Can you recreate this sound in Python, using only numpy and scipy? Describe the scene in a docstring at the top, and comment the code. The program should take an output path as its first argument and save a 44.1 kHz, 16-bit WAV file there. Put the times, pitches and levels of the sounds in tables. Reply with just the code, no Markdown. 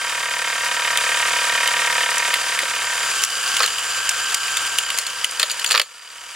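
"""Model stone crusher in a garden.

A model excavator tips soil into the hopper. The vibrating feeder rattles until the load damps it,
the hopper walls sing, a motor whines, grit streams through, and stones crack and knock in the
steel housing. Gain control ducks after each loud knock and creeps back; it ducks most deeply
after the last volley, which slows the motor."""
import sys
import numpy as np
from scipy import signal
from scipy.fft import rfft, irfft, next_fast_len
from scipy.io import wavfile
from scipy.ndimage import uniform_filter1d

SR = 44100
rng = np.random.default_rng(int(sys.argv[2]) if len(sys.argv) > 2 else 0)


def inscribe(sig):
    """Save sig as 16-bit PCM at rate SR to the path in sys.argv[1].

    A 1-D sig is mono; a 2-D sig holds one channel per row.
    Samples are clipped to [-1, 1] before scaling.
    """
    pcm = np.round(np.clip(np.atleast_2d(sig).T, -1, 1) * 32767)
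    wavfile.write(sys.argv[1], SR, pcm.astype(np.int16))


N = 280035
TIME = np.arange(N) / SR
FREQS = np.maximum(np.arange(N // 2 + 1) * SR / N, 1)
SOIL_COVER = np.interp(TIME, [3.1, 3.22], [0, 1])   # 0 = bare tray, 1 = covered
SOIL_DAMPING_DB = -7 * SOIL_COVER   # on tray ring and frame drone


def from_db(db):
    """Decibels to gain."""
    return 10 ** (np.asarray(db) / 20)


def rms_one(x):
    """Scale to unit power."""
    return x / np.sqrt(np.mean(x ** 2) + 1e-20)


def in_time(rows):
    """A (seconds, value) curve at every sample."""
    return np.interp(TIME, *np.transpose(rows))


def at_hz(rows, hz):
    """Read a (Hz, value) curve on a log-frequency axis."""
    row_hz, values = np.transpose(rows)
    return np.interp(np.log(hz), np.log(row_hz), values)


def drift(rate_hz):
    """Smooth random wander of unit RMS."""
    return rms_one(irfft(rfft(rng.standard_normal(N)) / (1 + (FREQS / rate_hz) ** 2), N))


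def running_db(on_s, off_s, rise_s, fall_s, idle_db):
    """Level that rises from idle, holds at 0 dB and sinks back."""
    return np.interp(TIME, [on_s - rise_s, on_s, off_s, off_s + fall_s], [idle_db, 0, 0, idle_db])


def colour(x, spectrum, size=2048):
    """Minimum-phase filter following a (Hz, dB) curve."""
    hz = np.maximum(np.arange(size // 2 + 1) * SR / size, 1)
    cepstrum = irfft(np.log(from_db(at_hz(spectrum, hz))))
    cepstrum[1:size // 2] *= 2
    cepstrum[size // 2 + 1:] = 0
    impulse = irfft(np.exp(rfft(cepstrum)))
    return signal.fftconvolve(x, impulse[None], axes=-1)[:, :x.shape[-1]]


def resonate(x, modes):
    """Parallel resonances of alternating sign. Each mode: centre in Hz, width in Hz, gain in dB."""
    out = 0
    for k, (hz, width_hz, db) in enumerate(modes):
        r = np.exp(-np.pi * width_hz / SR)
        poles = [1, -2 * r * np.cos(2 * np.pi * hz / SR), r * r]
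        gain = (-1) ** k * from_db(db) * (1 - r * r) / 2
        out = out + gain * signal.lfilter([1, 0, -1], poles, x + 1e-18)
    return out


def band(x, kind, hz):
    """Second-order high- or low-pass."""
    return signal.sosfilt(signal.butter(2, hz, kind, fs=SR, output="sos"), x)


def envelope(clicks, decay_s):
    """Unit-RMS envelope that jumps at each click and decays."""
    power = signal.lfilter([1], [1, -np.exp(-2 / (decay_s * SR))], clicks ** 2 + 1e-18)
    return rms_one(np.sqrt(power))


def add(out, start_s, sound):
    """Mix a sound in at a time."""
    start = int(start_s * SR)
    out[:, start:start + sound.shape[1]] += sound[:, :N - start]


def garden(level_db=-62):
    """Low outdoor rumble, swelling with the breeze."""
    # Each row: time in seconds, gain in dB.
    breeze = [(0, 2), (2.6, -2), (3.5, 3), (4.6, 3.5), (6.35, 1)]
    # Each row: frequency in Hz, relative level in dB.
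    spectrum = [(20, -33), (48, 7), (75, -9), (110, 1), (200, -19), (500, -55), (2000, -28)]
    return from_db(level_db + in_time(breeze)) * rms_one(colour(rng.standard_normal((2, N)), spectrum))


def hum(hz=104, level_db=-59.5):
    """Faint low hum, wavering in pitch and level."""
    swell_db = running_db(0.54, 4.76, rise_s=0.22, fall_s=0.22, idle_db=-33) + 2 * drift(4.4)
    cycles = np.cumsum(hz * (1 + 0.015 * drift(3.8))) / SR
    return from_db(level_db + swell_db) * np.sin(2 * np.pi * cycles)


def pump(level_db=-34):
    """Thin, rough hydraulic whistle: noise in narrow resonances."""
    swell_db = running_db(2.83, 4.96, rise_s=0.21, fall_s=0.22, idle_db=-14)
    whistle = resonate(rng.standard_normal((2, N)), [(7190, 130, 34), (5780, 170, -23), (11900, 71, -39)])
    return from_db(level_db + swell_db) * rms_one(whistle)


def motor(wobble=0.0028):
    """Gear whine on multiples of the shaft speed; the last jam drags it down."""
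    # Each row: time in seconds, turns per second.
    speed = [(0, 112.4), (1.8, 112.55), (2.2, 111.9), (4.0, 112.45), (5.2, 112.25), (5.7, 111.5),
             (5.81, 89), (5.88, 95), (5.96, 103), (6.05, 109), (6.15, 111.7), (6.35, 111.5)]
    # Motor load. Each row: time in seconds, whine level in dB.
    load = [(0.0, -29), (0.03, -34.5), (1.31, -29), (2.73, -33.5), (3.59, -28), (3.73, -40.5), (3.98, -30),
            (4.65, -31.5), (5.6, -39.5)]
    # Each row: multiple of the shaft speed, relative level in dB.
    partials = [(3, -31), (10, -10), (11, -17), (12, -6.5), (13, -9.5), (14, 2.5), (15, -9.5), (24, -8),
                (28, -3.5)]
    turns = np.cumsum(in_time(speed) * (1 + wobble * drift(13.4))) / SR
    whine = sum(from_db(db) * np.sin(2 * np.pi * (k * turns + rng.random())) for k, db in partials)
    return from_db(in_time(load)) * whine


def frame(strokes, shake_db, gain_db=1, waver_db=1.5):
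    """The frame drones in step with the feeder."""
    # Each row: multiple of the stroke rate, relative level in dB.
    partials = [(4, -30.5), (7, -32), (9, -34), (13, -34), (16, -17)]
    drone = 0
    for k, db in partials:
        gain = from_db(db + waver_db * drift(3))
        drone = drone + gain * np.sin(2 * np.pi * (k * strokes + rng.random()))
    return from_db(shake_db + SOIL_DAMPING_DB + gain_db) * drone


def guard(strokes, level_db, gain_db=-8, loaded_db=6, uneven_db=4, late_s=.0015):
    """A loose plate tinks at both ends of each stroke, slightly late, harder under load."""
    # Plate modes. Each row: centre in Hz, width in Hz, gain in dB.
    modes = [(2965, 60, 3), (3120, 70, -2), (4780, 60, 2.5)]
    ends = np.flatnonzero(np.diff(np.floor(2 * strokes)) > 0)
    swing_db = 2 * np.cos(2 * np.pi * strokes[ends])   # one end hits harder
    tinks = 0
    for mode in modes:
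        chance = rng.standard_normal((len(ends), 3))
        when = ends + np.abs(late_s * SR * chance[:, 0]).astype(int)
        taps = np.zeros((2, N + SR))
        taps[:, when] = from_db(uneven_db * np.clip(chance[:, 1:].T, -2, 1.5) + swing_db)
        taps[1, when] *= rng.choice([-1, 1], len(ends))   # each tap leans left or right
        tinks = tinks + resonate(taps[:, :N], [mode])
    spells = from_db(1.2 * drift(8.6))
    return from_db(level_db + gain_db + loaded_db * SOIL_COVER) * rms_one(tinks * spells)


def grit(flow_db, grains_per_s=1400, grain_db=-4, surge_db=1, hiss_db=4.5, housing_db=-4):
    """Sand and small chips stream through the housing and excite it."""
    # Each row: frequency in Hz, relative level in dB.
    hiss_spectrum = [(100, -20), (330, -15), (480, -7), (830, -3), (1050, 2), (1300, 6), (1700, 4),
                     (2060, -0.5), (2500, 3.5), (3100, 3), (4000, -1.5), (8000, 0.5), (10700, -4),
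                     (12500, -15.5), (16000, -15.5)]
    # Steel housing. Each row: centre in Hz, width in Hz, gain in dB.
    housing_modes = [(521, 38, -2), (688, 10, 4.5), (947, 27, -8.5), (1102, 12, 9.5), (1310, 22, 6.5),
                     (1610, 48, 18), (2705, 49, -3.5), (2950, 50, 8), (4743, 48, 11), (8660, 20, 10),
                     (10620, 140, -2.5)]
    sizes = from_db(-3.5 * np.minimum(rng.exponential(1, N), 4))
    grains = (rng.random(N) < grains_per_s / SR) * sizes
    roughness = np.hypot(from_db(grain_db) * envelope(grains, decay_s=.0022), .5)
    stream = rms_one(rng.standard_normal((2, N)) * roughness * from_db(surge_db * drift(36)))
    hiss = from_db(hiss_db) * rms_one(colour(stream, hiss_spectrum))
    housing = from_db(housing_db) * rms_one(resonate(stream, housing_modes))
    return from_db(flow_db) * (hiss + housing)


def bending_waves(x, spread_s=.005):
    """Bending waves in steel are faster at high pitch, so the lows of a click arrive later."""
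    size = next_fast_len(N + SR // 4)
    hz = np.arange(size // 2 + 1) * SR / size
    cycles = spread_s * (2 * np.sqrt(1000 * hz) - hz / np.sqrt(6))   # zero delay at 6 kHz
    return irfft(rfft(x, size) * np.exp(-2j * np.pi * cycles), size)[:N]


def tray_hits(strokes, jitter_s=.00004, rebound_s=.0042, rebound_jitter_s=.0002, uneven_db=.5):
    """Each stroke slaps the tray and rebounds more dully. Returns both click trains."""
    at = np.flatnonzero(np.diff(np.floor(strokes)) > 0)
    chance = rng.standard_normal((len(at), 4))
    strength = from_db(uneven_db * chance[:, 0])
    slaps, rebounds = np.zeros((2, N + SR))
    slaps[at + (jitter_s * SR * chance[:, 1]).astype(int)] = strength
    rebound_at = at + (SR * (rebound_s + rebound_jitter_s * chance[:, 2])).astype(int)
    rebounds[rebound_at] = .6 * strength * from_db(chance[:, 3])
    return slaps[:N], band(rebounds + 1e-18, "low", 5600)[:N]


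def hopper_walls(shove):
    """The walls take up each slap slowly, so their hum bridges the strokes."""
    # Each row: centre in Hz, width per filter pass in Hz, gain in dB.
    modes = [(518, 70, -13), (692, 65, -8.5), (961, 48, 3)]
    return sum(resonate(resonate(shove, [(hz, width, 0)]), [(hz, width, db)]) for hz, width, db in modes)


def feeder(strokes, shake_db, tray_db=2.5, rattle_db=-2, walls_db=-5, skitter_s=.0025):
    """Strokes ring the tray, rattle loose parts and shove the hopper walls; soil damps all three."""
    # Each row: frequency in Hz, relative level in dB.
    rattle_spectrum = [(100, -16), (330, -23.5), (490, -2), (830, -12), (1050, -6.5), (1200, 6.5),
                       (1900, 3.5), (2600, 12.5), (3300, 4), (4200, -7), (7000, -12.5), (15000, -24)]
    # Each row: centre in Hz, width in Hz, gain in dB.
    tray_modes = [(1200, 110, 1), (1335, 50, 3), (1775, 50, 5.5), (1868, 42, 10.5), (2138, 36, 6),
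                  (2450, 42, 10.5), (2950, 90, 2.5), (3150, 50, 3.5), (3500, 200, -2), (3900, 90, 0)]
    slaps, rebounds = tray_hits(strokes)
    clicks = slaps + rebounds
    shaken = np.hypot(envelope(clicks, decay_s=.005), .12)
    chatter = .42 * band(shaken * rng.standard_normal((2, N)), "high", 950)
    # the same short skitter follows every slap
    pattern = rng.standard_normal(SR // 20) * np.exp(-TIME[:SR // 20] / skitter_s)
    skitters = .45 * band(rms_one(signal.fftconvolve(slaps, pattern)[:N]), "high", 2600)
    blows = band(rms_one(bending_waves(clicks)), "low", 4800) + skitters
    mid_only = np.array([[1], [0]])
    drive = chatter + blows * mid_only
    rattle = from_db(rattle_db - 3.5 * SOIL_COVER) * rms_one(colour(drive, rattle_spectrum))
    ring = from_db(tray_db + SOIL_DAMPING_DB) * rms_one(resonate(drive, tray_modes))
    song = hopper_walls(rms_one(slaps) + 1.1 * chatter[0])
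    walls = from_db(walls_db - 6 * SOIL_COVER) * rms_one(song * mid_only)
    return from_db(shake_db) * (rattle + ring + walls)


def clods(decay_s=0.0068, gain_db=-5):
    """Lumps of soil drop on the hopper with a dull thud."""
    # Each row: start in seconds, relative level in dB.
    landings = [(2.284, -20), (2.631, -18), (3.385, -21)]
    push = sum(from_db(db) * (TIME > s) * np.exp(-np.abs(TIME - s) / decay_s) for s, db in landings)
    thud = rms_one(resonate(rng.standard_normal((2, N)), [(539, 63, 0)]))
    return from_db(gain_db) * band(band(push * thud, "high", 340), "low", 700)


def blow(clink_mode, break_s, thump_db, snap_db, ring_db, tail_db, size=8192):
    """A stone breaks in a dense burst, clinks, thumps the housing and rings the steel; peak 1."""
    # Hollow knock of the housing. Each row: centre in Hz, width in Hz, gain in dB.
    hollow_modes = [(470, 110, -4), (640, 130, -4), (1250, 160, -3), (1780, 200, -1)]
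    # Each row: frequency in Hz, gain in dB.
    crack_spectrum = [(250, -15), (450, -5), (1500, -2), (2700, 1), (3700, 1.5), (4700, 4), (6000, 4.5),
                      (10500, -4.5), (13000, -13.5), (16000, -19)]
    # Each row: frequency in Hz, relative level in dB, 60 dB decay time in seconds.
    steel_rings = [(4300, -19, .08), (4700, -12, 0.03), (7000, -21.5, 0.16), (8300, -30, 0.05),
                   (12500, -43, .12), (14900, -37, 0.12)]
    attack_s, tail_s, thump_s = .0005, .016, .01
    ring_spread_hz, ring_spread_db = 45, 2
    t = np.arange(size) / SR
    decay = np.exp(-(t / break_s) ** 2) + from_db(tail_db) * np.exp(-t / tail_s)
    burst = rng.standard_normal((2, size)) * decay * (1 - np.exp(-t / attack_s))
    push = rng.standard_normal((2, size)) * np.exp(-t / thump_s)
    push = band(band(push, "low", 1660), "high", 500)
    thump = band(push / 2 + from_db(7) * resonate(push, hollow_modes), "high", 300)
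    body = band(band(burst, "high", 1940), "low", 4700)
    snap = band(burst, "high", 5720)
    hit = colour(body + from_db(thump_db) * thump + from_db(snap_db) * snap, crack_spectrum)
    hit = hit + resonate(hit, [clink_mode])
    hit = hit / np.abs(hit).max(axis=1, keepdims=True)
    for hz, db, t60_s in steel_rings:
        cluster_hz = hz + ring_spread_hz * rng.standard_normal((4, 1, 1))   # close modes beat
        ring = np.sin(2 * np.pi * (cluster_hz * t + rng.random((4, 2, 1)))).sum(axis=0) / 2
        start_db = db + ring_db + ring_spread_db * rng.standard_normal()
        hit = hit + from_db(start_db - 60 * t / t60_s) * ring
    return hit / np.abs(hit).max()


def crack(clink_hz, break_s=0.0061, bright_db_per_octave=4):
    """Dry snap with little thump or ring; a smaller stone clinks higher and snaps brighter."""
    snap_db = bright_db_per_octave * np.log2(clink_hz / 3000)
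    return blow((clink_hz, 300, 8), break_s, thump_db=-17, snap_db=snap_db, ring_db=-10, tail_db=-17)


def chips(count=10, first_s=2.2, last_s=5.4, low_hz=2000, high_hz=6000, level_db=-15, spread_db=2):
    """Faint cracks at random times and pitches."""
    out = np.zeros((2, N))
    for when, pitch in rng.random((count, 2)):
        gain = from_db(level_db + spread_db * rng.standard_normal())
        add(out, first_s + when * (last_s - first_s), gain * crack(low_hz * (high_hz / low_hz) ** pitch))
    return out


def cracks():
    """Stones break in the jaws, one by one."""
    # Each row: start in seconds, peak in dB, clink pitch in Hz, break length in seconds.
    breaks = [(0.973, -1.5, 3600, .003), (1.675, -4.5, 2980, .003), (2.181, -6, 5920, .003),
              (2.339, -2, 1950, .006), (2.589, -4.5, 2030, .004), (3.219, -12, 4730, .004),
              (3.237, 4.5, 5600, .0024), (3.247, -2.5, 4700, .006), (3.476, -8, 2920, .004),
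              (3.566, -4, 2920, .005), (3.66, -4.5, 4100, .004), (3.783, -11, 3100, .003),
              (4.091, -1.5, 5500, .006), (4.344, -.5, 4700, .006), (4.569, -5.5, 3580, .005),
              (4.785, 1.5, 2900, .005), (4.902, -6, 2800, .004), (4.976, -7.5, 4720, .0015),
              (4.986, 2.5, 4840, .003), (5.244, 3, 2930, .003), (5.31, -12, 9000, .004),
              (5.644, -2, 2970, .004)]
    out = np.zeros((2, N))
    for start_s, peak_db, clink_hz, break_s in breaks:
        add(out, start_s, from_db(peak_db) * crack(clink_hz, break_s))
    return out


def knocks():
    """Stones hit the steel: glancing blows snap and ring, square ones thump."""
    # Each row: start in seconds, peak in dB, weight from 0 (glancing) to 1 (square), clink pitch in Hz.
    hits = [(3.592, -9, .13, 4700), (3.603, -3, 1, 1000), (3.622, -7, .15, 6950), (3.631, -3, .5, 1800),
            (3.64, 0, .7, 1280), (4.994, -9, 0, 9500), (5.066, -7, .1, 8300), (5.396, -.5, .2, 4900),
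            (5.417, -6.5, .4, 2600), (5.4295, 4, .42, 3500), (5.4985, -6, .25, 4700), (5.506, -7, .2, 3000),
            (5.514, -5, 0, 7000), (5.595, -7.5, .23, 5200), (5.662, -3.5, .15, 4600),
            (5.675, -11, .1, 7300), (5.691, -12, .1, 6900), (5.704, -7, .2, 3000), (5.709, -1, .35, 7300),
            (5.7175, 3, .25, 4300), (5.727, -2.5, .15, 4700), (5.741, -3, 1, 800), (5.749, 7.5, .9, 1800),
            (5.7575, 9.5, .8, 2400), (5.767, 0, .2, 4700), (5.776, 13.5, .55, 2500), (5.797, 16, .55, 2900),
            (5.815, 11.5, .2, 4600)]
    out = np.zeros((2, N))
    for start_s, peak_db, weight, clink_hz in hits:
        knock = blow((clink_hz, clink_hz / 5, 2), break_s=0.0041,
                     thump_db=-12 + 16 * weight, snap_db=1 - 11 * weight,
                     ring_db=4.5 - 11.5 * weight, tail_db=-11 - 6 * weight)
        add(out, start_s, from_db(peak_db) * knock)
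    return out


def stereo(pair, left_lag_s=21e-6):
    """Mid and side to left and right, less alike in the treble; the machine stands slightly right."""
    # Each row: frequency in Hz, left-right correlation.
    likeness = [(100, .993), (500, .988), (1000, .972), (2000, .945), (4000, .84), (8000, .74),
                (14000, .45)]
    # Each row: frequency in Hz, left minus right in dB.
    balance = [(300, -.1), (1200, -.7), (2600, -2.1), (5000, .4), (9000, 2.4), (14000, 1.2)]
    mid, side = rfft(pair)
    alike = at_hz(likeness, FREQS)
    sign = np.array([[1], [-1]])
    ears = np.sqrt((1 + alike) / 2) * mid + sign * np.sqrt((1 - alike) / 2) * side
    ears *= from_db(sign * at_hz(balance, FREQS) / 2)
    ears[0] *= np.exp(-2j * np.pi * FREQS * left_lag_s)
    return irfft(ears, N)


def scene():
    """The crusher, a few steps away in the open air."""
    # Feeder speed. Each row: time in seconds, strokes per second.
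    stroke_rate = [(0, 37.25), (.8, 37.2), (1.2, 37.0), (1.8, 37.2), (2.2, 37.0), (3.0, 37.15),
                   (6.35, 37.1)]
    # Feeder shake. Each row: time in seconds, relative level in dB.
    shake = [(0.0, -32.5), (1.0, -27.5), (1.84, -26), (2.33, -28.5), (2.41, -32.5), (3.1, -32), (3.22, -50),
             (3.33, -36), (3.42, -34), (3.75, -37), (4.1, -32.5), (4.39, -40), (4.55, -37.5), (4.85, -32),
             (5.18, -36), (5.6, -32)]
    # Grit flow. Each row: time in seconds, relative level in dB.
    flow = [(0.0, -33.5), (1.32, -29), (2.14, -30), (2.9, -31.5), (3.3, -28), (3.55, -27), (3.75, -32),
            (4.0, -31.5), (4.68, -31.5), (5.05, -33), (5.6, -33)]
    shake_db, flow_db = in_time(shake) - 1.5, in_time(flow) + 2
    strokes = np.cumsum(in_time(stroke_rate)) / SR + .48
    air = garden()
    tones = motor() + frame(strokes, shake_db) + hum()
    machine = feeder(strokes, shake_db) + guard(strokes, flow_db) + grit(flow_db) + pump()
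    stones = clods() + cracks() + knocks() + chips()
    return stereo(machine + stones + air) + tones


def record(dry, limit_db=-1.5, recover_db_per_s=14, low_hz=42, high_hz=15900):
    """Gain control clamps each peak at once and recovers slowly; both band edges are cut."""
    over_db = np.maximum(20 * np.log10(np.abs(dry).max(axis=0) + 1e-9) - limit_db, 0)
    recovery_db = recover_db_per_s * TIME
    duck_db = np.maximum.accumulate(over_db + recovery_db) - recovery_db
    levelled = band(dry, "high", low_hz) * from_db(-uniform_filter1d(duck_db, size=16))
    return signal.sosfilt(signal.ellip(10, .2, 80, high_hz, fs=SR, output="sos"), levelled)


dry = scene()
out = record(dry)
inscribe(out)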